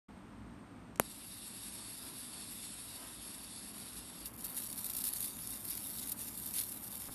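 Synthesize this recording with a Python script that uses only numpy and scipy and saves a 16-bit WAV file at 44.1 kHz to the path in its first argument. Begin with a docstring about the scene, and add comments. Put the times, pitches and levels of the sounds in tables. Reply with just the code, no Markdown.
"""An electric arc lighter burns close by in a quiet room. Its button ticks, a spark jumps the gap with
one sharp snap, and the arc hisses with countless tiny sparks. A cigar tip is pushed in: the arc chokes,
then sizzles and spits on the leaf. The metal well (the hollow round the electrodes) rings with the
sparks and colours their sound. At the end a finger knocks the case."""
import sys
import numpy as np
from scipy import signal
from scipy.fft import rfft, irfft, next_fast_len
from scipy.io import wavfile
from scipy.ndimage import uniform_filter1d, map_coordinates

SR = 44100
rng = np.random.default_rng(int(sys.argv[2]) if len(sys.argv) > 2 else 0)


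def output_pcm(signal):
    """Save a mono or channel-first signal as 16-bit PCM at the path in sys.argv[1].

    Samples are clipped to [-1, 1] before scaling.
    """
    pcm = np.clip(np.atleast_2d(signal).T, -1, 1) * 32767
    wavfile.write(sys.argv[1], SR, np.round(pcm).astype(np.int16))


N = 314874
STRIKE_S, TOUCH_S = .9984, 4.27  # the arc lights; the cigar touches it

# The pitches at which the metal well and lid ring. Each row: pitch in Hz, width in Hz, boost in dB.
WELL_RESONANCES = [(2765, 130, 5.5), (3687, 570, 9), (4507, 204, 7), (5620, 840, 6.5), (6820, 620, 4),
                   (8560, 500, 1), (10000, 210, 2), (11040, 520, 1), (12400, 900, 6)]
# The tone of sparks on the leaf. Each row: frequency in Hz, relative level in dB.
SIZZLE_SPECTRUM = [(200, -21), (900, -24.5), (2000, -14.5), (3100, -16), (5000, -11), (6200, -16),
                   (7700, -6.5), (9400, 1.5), (11000, 5), (11700, 0.5), (13000, 1), (13400, -5),
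                   (14000, -8.5)]
# The leaf spits bursts of sparks. Each row: start in seconds, relative level in dB, length in seconds.
SPIT_BURSTS = [(4.255, -35, 0.029), (4.343, -39, .003), (4.386, -36, .007), (4.4425, -26.5, 0.016),
               (4.466, -29, 0.0016), (4.5, -29, 0.006), (4.5453, -28, .004), (4.566, -27, .012),
               (4.635, -27.5, 0.012), (4.7, -31, 0.0062), (4.7275, -23.5, 0.004), (4.7593, -30, .004),
               (4.778, -26, 0.021), (4.843, -22.5, 0.0081), (4.861, -24, 0.0065), (4.899, -22.5, 0.0056),
               (4.9342, -23.5, 0.0041), (4.949, -23.5, 0.007), (4.966, -24, 0.015), (4.984, -21.5, .009),
               (5.0035, -22.5, 0.0018), (5.008, -26, 0.0039), (5.039, -20, .007), (5.0516, -18.5, 0.0056),
               (5.068, -22.5, .021), (5.088, -24, .003), (5.105, -28, .002), (5.1344, -19, 0.0039),
               (5.161, -28, .012), (5.205, -19.5, 0.0045), (5.226, -25, .009), (5.244, -25.5, 0.016),
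               (5.505, -27, .006), (5.652, -26, 0.005), (5.686, -26, 0.0042), (5.705, -22.5, 0.006),
               (5.752, -24, .003), (5.772, -24, .006), (6.073, -26, 0.0054), (6.0928, -24, .007),
               (6.1172, -22, 0.013), (6.378, -31, .007), (6.458, -28, 0.01), (6.5188, -32, .003),
               (6.5412, -25.5, 0.0079), (6.59, -22.5, 0.009), (6.609, -24, 0.0089), (6.636, -23, 0.0043),
               (6.689, -30, 0.009), (6.7193, -25.5, 0.0088), (6.908, -31, .005), (6.952, -28, .007)]


def amp(db):
    """Turn decibels into a number to multiply by."""
    return 10 ** (np.asarray(db) / 20)


def unit(x):
    """Scale x to an average (rms) level of 1."""
    return x / np.sqrt(np.mean(x ** 2) + 1e-20)


def clock():
    """The time of each sample in seconds."""
    return np.arange(N) / SR


def curve(rows):
    """Join (seconds, value) points with straight lines."""
    return np.interp(clock(), *np.transpose(rows))


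def after(s, rise):
    """Climb from 0 to 1 over rise seconds, starting at time s."""
    return np.clip((clock() - s) / rise, 0, 1)


def hump(s, length):
    """A smooth rise to 1 and fall, centred on time s."""
    return np.cos(np.pi * np.clip((clock() - s) / length, -.5, .5)) ** 2


def wobble(rate):
    """A smooth curve through rate random points a second."""
    return map_coordinates(rng.standard_normal(int(N * rate / SR) + 4), [clock() * rate])


def filtered(x, response):
    """Multiply each frequency in x by response(hz)."""
    size = next_fast_len(N + SR // 2)
    return irfft(rfft(x, size) * response(np.fft.rfftfreq(size, 1 / SR)), size)[:N]


def coloured(x, spectrum, resonances=(), size=8192):
    """Give x a tone: a smooth spectrum with ringing peaks on top, in a filter of energy 1."""
    hz = np.fft.rfftfreq(size, 1 / SR)
    points_hz, points_db = np.transpose(spectrum)
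    db = np.interp(np.log(hz + 1), np.log(points_hz), points_db)
    db = db + sum(boost / (1 + (2 * (hz - centre) / width) ** 2) for centre, width, boost in resonances)
    # build the filter so that it rings only after each hit, never before
    cepstrum = irfft(np.log(amp(db)))
    ring = irfft(np.exp(rfft(2 * cepstrum[:size // 2], size)))
    return signal.fftconvolve(x, ring / np.linalg.norm(ring))[:N]


def swell(x, treble_db, body_db, split_hz):
    """The treble of a sound and the body below it each follow their own level."""
    body = filtered(x, lambda hz: 1 / (1 + (hz / split_hz) ** 8))
    return amp(body_db) * unit(body) + amp(treble_db) * unit(x - body)


def patchy(x, depth_db):
    """The tone of a sound shifts at random from moment to moment."""
    spectra = signal.stft(x, nperseg=512)[2]
    patches = uniform_filter1d(rng.standard_normal(spectra.shape), size=4, axis=0)  # smooth over pitch
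    patches = uniform_filter1d(patches, size=12, axis=1)  # and over time
    return signal.istft(spectra * amp(depth_db * unit(patches)), nperseg=512)[1][:N]


def echoed(x, delay_ms, drift_ms, share):
    """Sound bounces off something near; as the hand drifts, the delay changes and the tone shifts."""
    delay = (delay_ms + drift_ms * wobble(2.5)) * SR / 1000
    return x + share * map_coordinates(x, [np.arange(N) - delay])


def clicks(rows):
    """A one-sample click for each (seconds, dB)."""
    x = np.zeros(N)
    for s, db in rows:
        x[round(s * SR)] = amp(db)
    return x


def rattled(hits, rattle_db, t60):
    """The metal shell rattles after each hit, fading by 60 dB in t60 seconds."""
    t = np.arange(SR // 20) / SR
    tail = rng.standard_normal(len(t)) * amp(-60 * t / t60)
    return hits + amp(rattle_db) * signal.fftconvolve(hits, tail / np.linalg.norm(tail))[:N]


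def sparks(rate, spread_db):
    """Tiny sparks of random size at random moments, about rate a second."""
    fired = rng.random(N) < rate / SR
    size = amp(spread_db * np.clip(rng.standard_normal(N), -2, 2))
    return unit(fired * size * rng.choice([-1, 1], N))


def room():
    """Low air noise, with a few room resonances and a faint high whistle."""
    # The background noise dips after the snap, then slowly comes partway back.
    # Each row: time in seconds, level in dB.
    noise_levels = [(.9, -52), (1.1, -56.5), (3.0, -56.5), (4.6, -55), (7.1, -55)]
    # The deep tone of the room. Each row: frequency in Hz, relative level in dB.
    air_spectrum = [(20, -37), (35, -15), (55, 3), (80, -7), (112, -0.5), (145, -7), (185, 0.5), (275, 1),
                    (350, -8.5), (480, -14.5), (1000, -14), (2000, -22), (5000, -35.5), (14000, -47)]
    # Each row: pitch in Hz, width in Hz, boost in dB.
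    resonances = [(59, 4.5, 1.0), (107, 13, 3.1), (220, 20, 1.3), (1250, 210, 1.2), (8540, 550, 14.5)]
    air = coloured(rng.standard_normal(N), air_spectrum, resonances)
    return amp(curve(noise_levels)) * unit(air)


def handling():
    """The button ticks under the thumb; later a finger knocks the case."""
    # Hits on the button and on the case. Each row: start in seconds, level in dB.
    button_hits = [(.9587, -36), (.9752, -43)]
    case_hits = [(7.087, -25), (7.0942, -23.5)]
    # The bright button and the dull case. Each row: frequency in Hz, relative level in dB.
    button_spectrum = [(1000, -13), (4000, 0), (5500, -2), (8500, 0), (14000, -12)]
    case_spectrum = [(60, -1), (200, -2), (500, -8), (1400, -10), (2500, -28), (8000, -47)]
    ticks = coloured(rattled(clicks(button_hits), rattle_db=5.5, t60=0.016), button_spectrum)
    return ticks + coloured(clicks(case_hits), case_spectrum)


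def flutter():
    """The hot arc wavers and puffs the air: a soft rustle that swells with each sway."""
    # The arc sways. Each row: time of the peak in seconds, boost in dB.
    sways = [(1.79, 6), (2.08, 10), (2.38, 9), (3.05, 10.5), (4.55, 3.5)]
    # The mellow tone of the puffs. Each row: frequency in Hz, relative level in dB.
    puff_spectrum = [(100, -21.5), (300, 2), (500, -0.5), (1000, 1), (1600, -4), (2200, -7), (3200, -7),
                     (6000, -45)]
    level_db = -68 + 4.5 * after(2.76, rise=0.52)  # louder as the cigar comes near
    level_db = level_db + sum(db * hump(s, length=0.28) for s, db in sways)
    puffs = coloured(sparks(rate=5000, spread_db=5.5), puff_spectrum)
    gain = after(STRIKE_S, rise=.008) * amp(level_db + wobble(7))
    return gain * unit(echoed(puffs, delay_ms=3.093, drift_ms=0.27, share=0.39))


def spits():
    """Pockets of moisture burst: each starts at once, sputters brightly for a moment and breaks off."""
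    bursts = np.zeros(N + SR)
    t = np.arange(SR // 8) / SR
    for s, db, length in SPIT_BURSTS:
        bursts[round(s * SR):][:len(t)] += amp(db) * np.exp(-(t / length) ** 4)
    sputter = unit(sparks(rate=14000, spread_db=0.5) * amp(2.0 * wobble(1200)))
    resonances = WELL_RESONANCES + [(13960, 810, 15.6), (4600, 1800, 1.5)]
    return amp(-13.5) * coloured(bursts[:N] * sputter, SIZZLE_SPECTRUM, resonances)


def stalls(depth_db, half_length_s):
    """The sizzle falters for an instant before each spit."""
    lull = np.zeros(N)
    dip = np.bartlett(2 * round(half_length_s * SR))
    for s, _, _ in SPIT_BURSTS:
        lull[round(s * SR) - len(dip):round(s * SR)] += dip
    return amp(-depth_db * lull)


def crackles(rate, spread_db, fade_s):
    """Hard little cracks, each a tight knot of sparks that dies away fast."""
    t = np.arange(SR // 200) / SR
    knots = signal.fftconvolve(np.abs(sparks(rate, spread_db)), np.exp(-t / fade_s))[:N]
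    return unit(knots * rng.standard_normal(N))


def sizzle():
    """On the leaf the sparks come in clumps; they flare as it catches and choke as it presses in."""
    # The steady frying. Each row: time in seconds, relative level in dB.
    burn_levels = [(4.4, -49), (4.45, -50), (4.57, -46.5), (4.75, -47), (5.11, -40.5), (5.27, -50),
                   (5.5, -46), (5.91, -47), (6.57, -46), (6.7, -48), (6.85, -48.5), (7.0, -48),
                   (7.13, -48.5)]
    # The leaf smothers the arc. Each row: middle in seconds, change in dB, length in seconds.
    chokes = [(4.323, -10.5, 0.19), (4.368, -6, .035), (4.677, -3, 0.015), (4.754, -7, 0.023),
              (4.922, -6, 0.048), (4.997, -3, .014), (5.03, -5, 0.019), (5.116, -5, 0.058),
              (5.598, -4, 0.13), (6.153, -10.5, 0.094), (6.33, -3.5, 0.11), (6.52, -3, .04),
              (6.606, -9, 0.014), (6.708, -1, .03), (6.801, -5.5, 0.085), (6.898, -4.5, .03),
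              (7.098, -6, 0.052)]
    # A patch of leaf catches.
    # Each row: middle in seconds, treble boost in dB, body boost in dB, length in seconds.
    flares = [(4.268, 5.5, 8, 0.065), (4.45, 4.5, 6, 0.046), (4.575, 7, 5, 0.061), (5.067, 2, 2.5, 0.068),
              (5.248, 8, 6.5, 0.18), (5.742, 2, 5, 0.2), (6.06, 2, 4, 0.33), (6.215, 1, 2, .12),
              (6.552, 2.5, 4, .04), (6.59, 8.5, 12.5, 0.13), (6.95, 3, 3, 0.032)]
    burn_db = curve(burn_levels) + sum(db * hump(s, length) for s, db, length in chokes)
    treble_db = burn_db + sum(db * hump(s, length) for s, db, _, length in flares) + 1.4
    body_db = burn_db + sum(db * hump(s, length) for s, _, db, length in flares) - 9.5
    clumps = amp(1.1 * wobble(70) + 1.8 * wobble(600))
    frying = unit(sparks(rate=16000, spread_db=2.4) * clumps)
    # crackles stand out on the fresh leaf and sink into the frying as it chars
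    crackle_gain = amp(-0.5 - 4.5 * after(TOUCH_S + 0.5, rise=1))
    frying = frying + crackle_gain * crackles(rate=240, spread_db=2.5, fade_s=0.00045)
    frying = frying / np.hypot(1, crackle_gain)  # keep the total level even
    frying = frying * stalls(depth_db=2.5, half_length_s=0.015)
    frying = coloured(frying, SIZZLE_SPECTRUM, WELL_RESONANCES)
    frying = echoed(frying, delay_ms=1.3, drift_ms=0.11, share=0.062)
    frying = patchy(frying, depth_db=2.3)
    return after(TOUCH_S - .02, rise=0.006) * swell(frying, treble_db, body_db, split_hz=7160)


def strike():
    """The first spark jumps: a bright crack, a dull pop of heated air and a low thump from the room."""
    # The tones of the crack, the pop and the thump. Each row: frequency in Hz, relative level in dB.
    crack_spectrum = [(500, -37), (3000, -18), (4900, -14), (6300, 2), (7700, -0.5), (8600, 4), (11000, 5),
                      (12800, 3), (13600, 5), (14600, -5)]
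    pop_spectrum = [(30, -18), (70, 1.5), (170, 0.5), (400, 4), (580, 5.5), (1000, 2.5), (1500, -2),
                    (2700, -7.5), (3500, -16), (5000, -27), (12000, -47)]
    thump_spectrum = [(30, -15), (60, 1), (220, -5), (500, -16), (2000, -50)]
    crack = rattled(clicks([(STRIKE_S, -2.5)]), rattle_db=-12, t60=.012)
    crack = coloured(crack, crack_spectrum, resonances=[(11600, 200, 4.6)])
    pop = coloured(clicks([(STRIKE_S, 1.1)]), pop_spectrum, resonances=[(172, 76, 1.1)])
    lag_hz = 480  # the lows below this arrive last, so the pop falls in pitch
    pop = filtered(pop, lambda hz: ((lag_hz - 1j * hz) / (lag_hz + 1j * hz)) ** 3)
    thump = coloured(clicks([(STRIKE_S + 0.00584, -19)]), thump_spectrum)
    return crack + rattled(pop + thump, rattle_db=-20, t60=0.058)


def wandering(x, share, rate):
    """The ringing wavers in pitch by a small share as the hot arc moves in the well."""
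    return map_coordinates(x, [np.cumsum(1 + share * wobble(rate))], order=5, mode="mirror")


def free_arc():
    """The arc in open air: sparks so dense that they merge into a hiss, with stray larger ones."""
    # The wandering arc flares or sags. Each row: middle in seconds, change in dB.
    surges = [(1.67, 0), (2.13, -2.5), (2.19, 1), (2.3, -1.5), (2.54, 0.7), (2.64, 4), (2.8, 1), (3.19, -3),
              (3.29, 1), (3.73, -2), (3.81, 2), (3.985, 4)]
    # The high tone of the hiss. Each row: frequency in Hz, relative level in dB.
    hiss_spectrum = [(200, -24), (700, -21), (1500, -15), (2200, -13), (3200, -14), (5000, -9.5),
                     (6150, -19), (7600, -7.5), (8500, 1), (9400, -1.5), (10400, 3), (11600, 3.5),
                     (12300, -20), (12700, -58)]
    cold_db = -4 * (1 - after(1.17, rise=0.58))  # the arc starts weak and warms up
    waning_db = -1.42 * np.maximum(clock() - 2.26, 0)  # then slowly fades
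    level_db = -49.6 + cold_db + waning_db + sum(db * hump(s, length=0.095) for s, db in surges)
    flicker = amp(0.091 * wobble(16) + 0.95 * wobble(60) + 0.77 * wobble(500))
    dense = sparks(rate=22000, spread_db=2) * flicker
    strays = amp(-14) * sparks(rate=240, spread_db=1)
    hiss = coloured(dense + strays, hiss_spectrum, WELL_RESONANCES)
    hiss = wandering(hiss, share=.011, rate=7)
    hiss = echoed(hiss, delay_ms=1.3, drift_ms=0.14, share=0.051)
    hiss = patchy(hiss, depth_db=1.55)
    burning_free = after(STRIKE_S, rise=0.0057) * (1 - after(TOUCH_S, rise=0.017))
    return burning_free * swell(hiss, treble_db=level_db, body_db=level_db - 5.9, split_hz=5900)


def scene():
    """All the sounds added up, the same on both channels."""
    mono = handling() + strike() + free_arc() + flutter() + sizzle() + spits() + room()
    return np.array([mono, mono])


def record(dry):
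    """The sound comes in after a moment of silence, with the very highest treble cut off."""
    fade_in = after(0.083, rise=.006)
    top_hz = 14050
    return np.array([filtered(x * fade_in, lambda hz: 1 / (1 + (hz / top_hz) ** 200)) for x in dry])


dry = scene()
out = record(dry)
output_pcm(out)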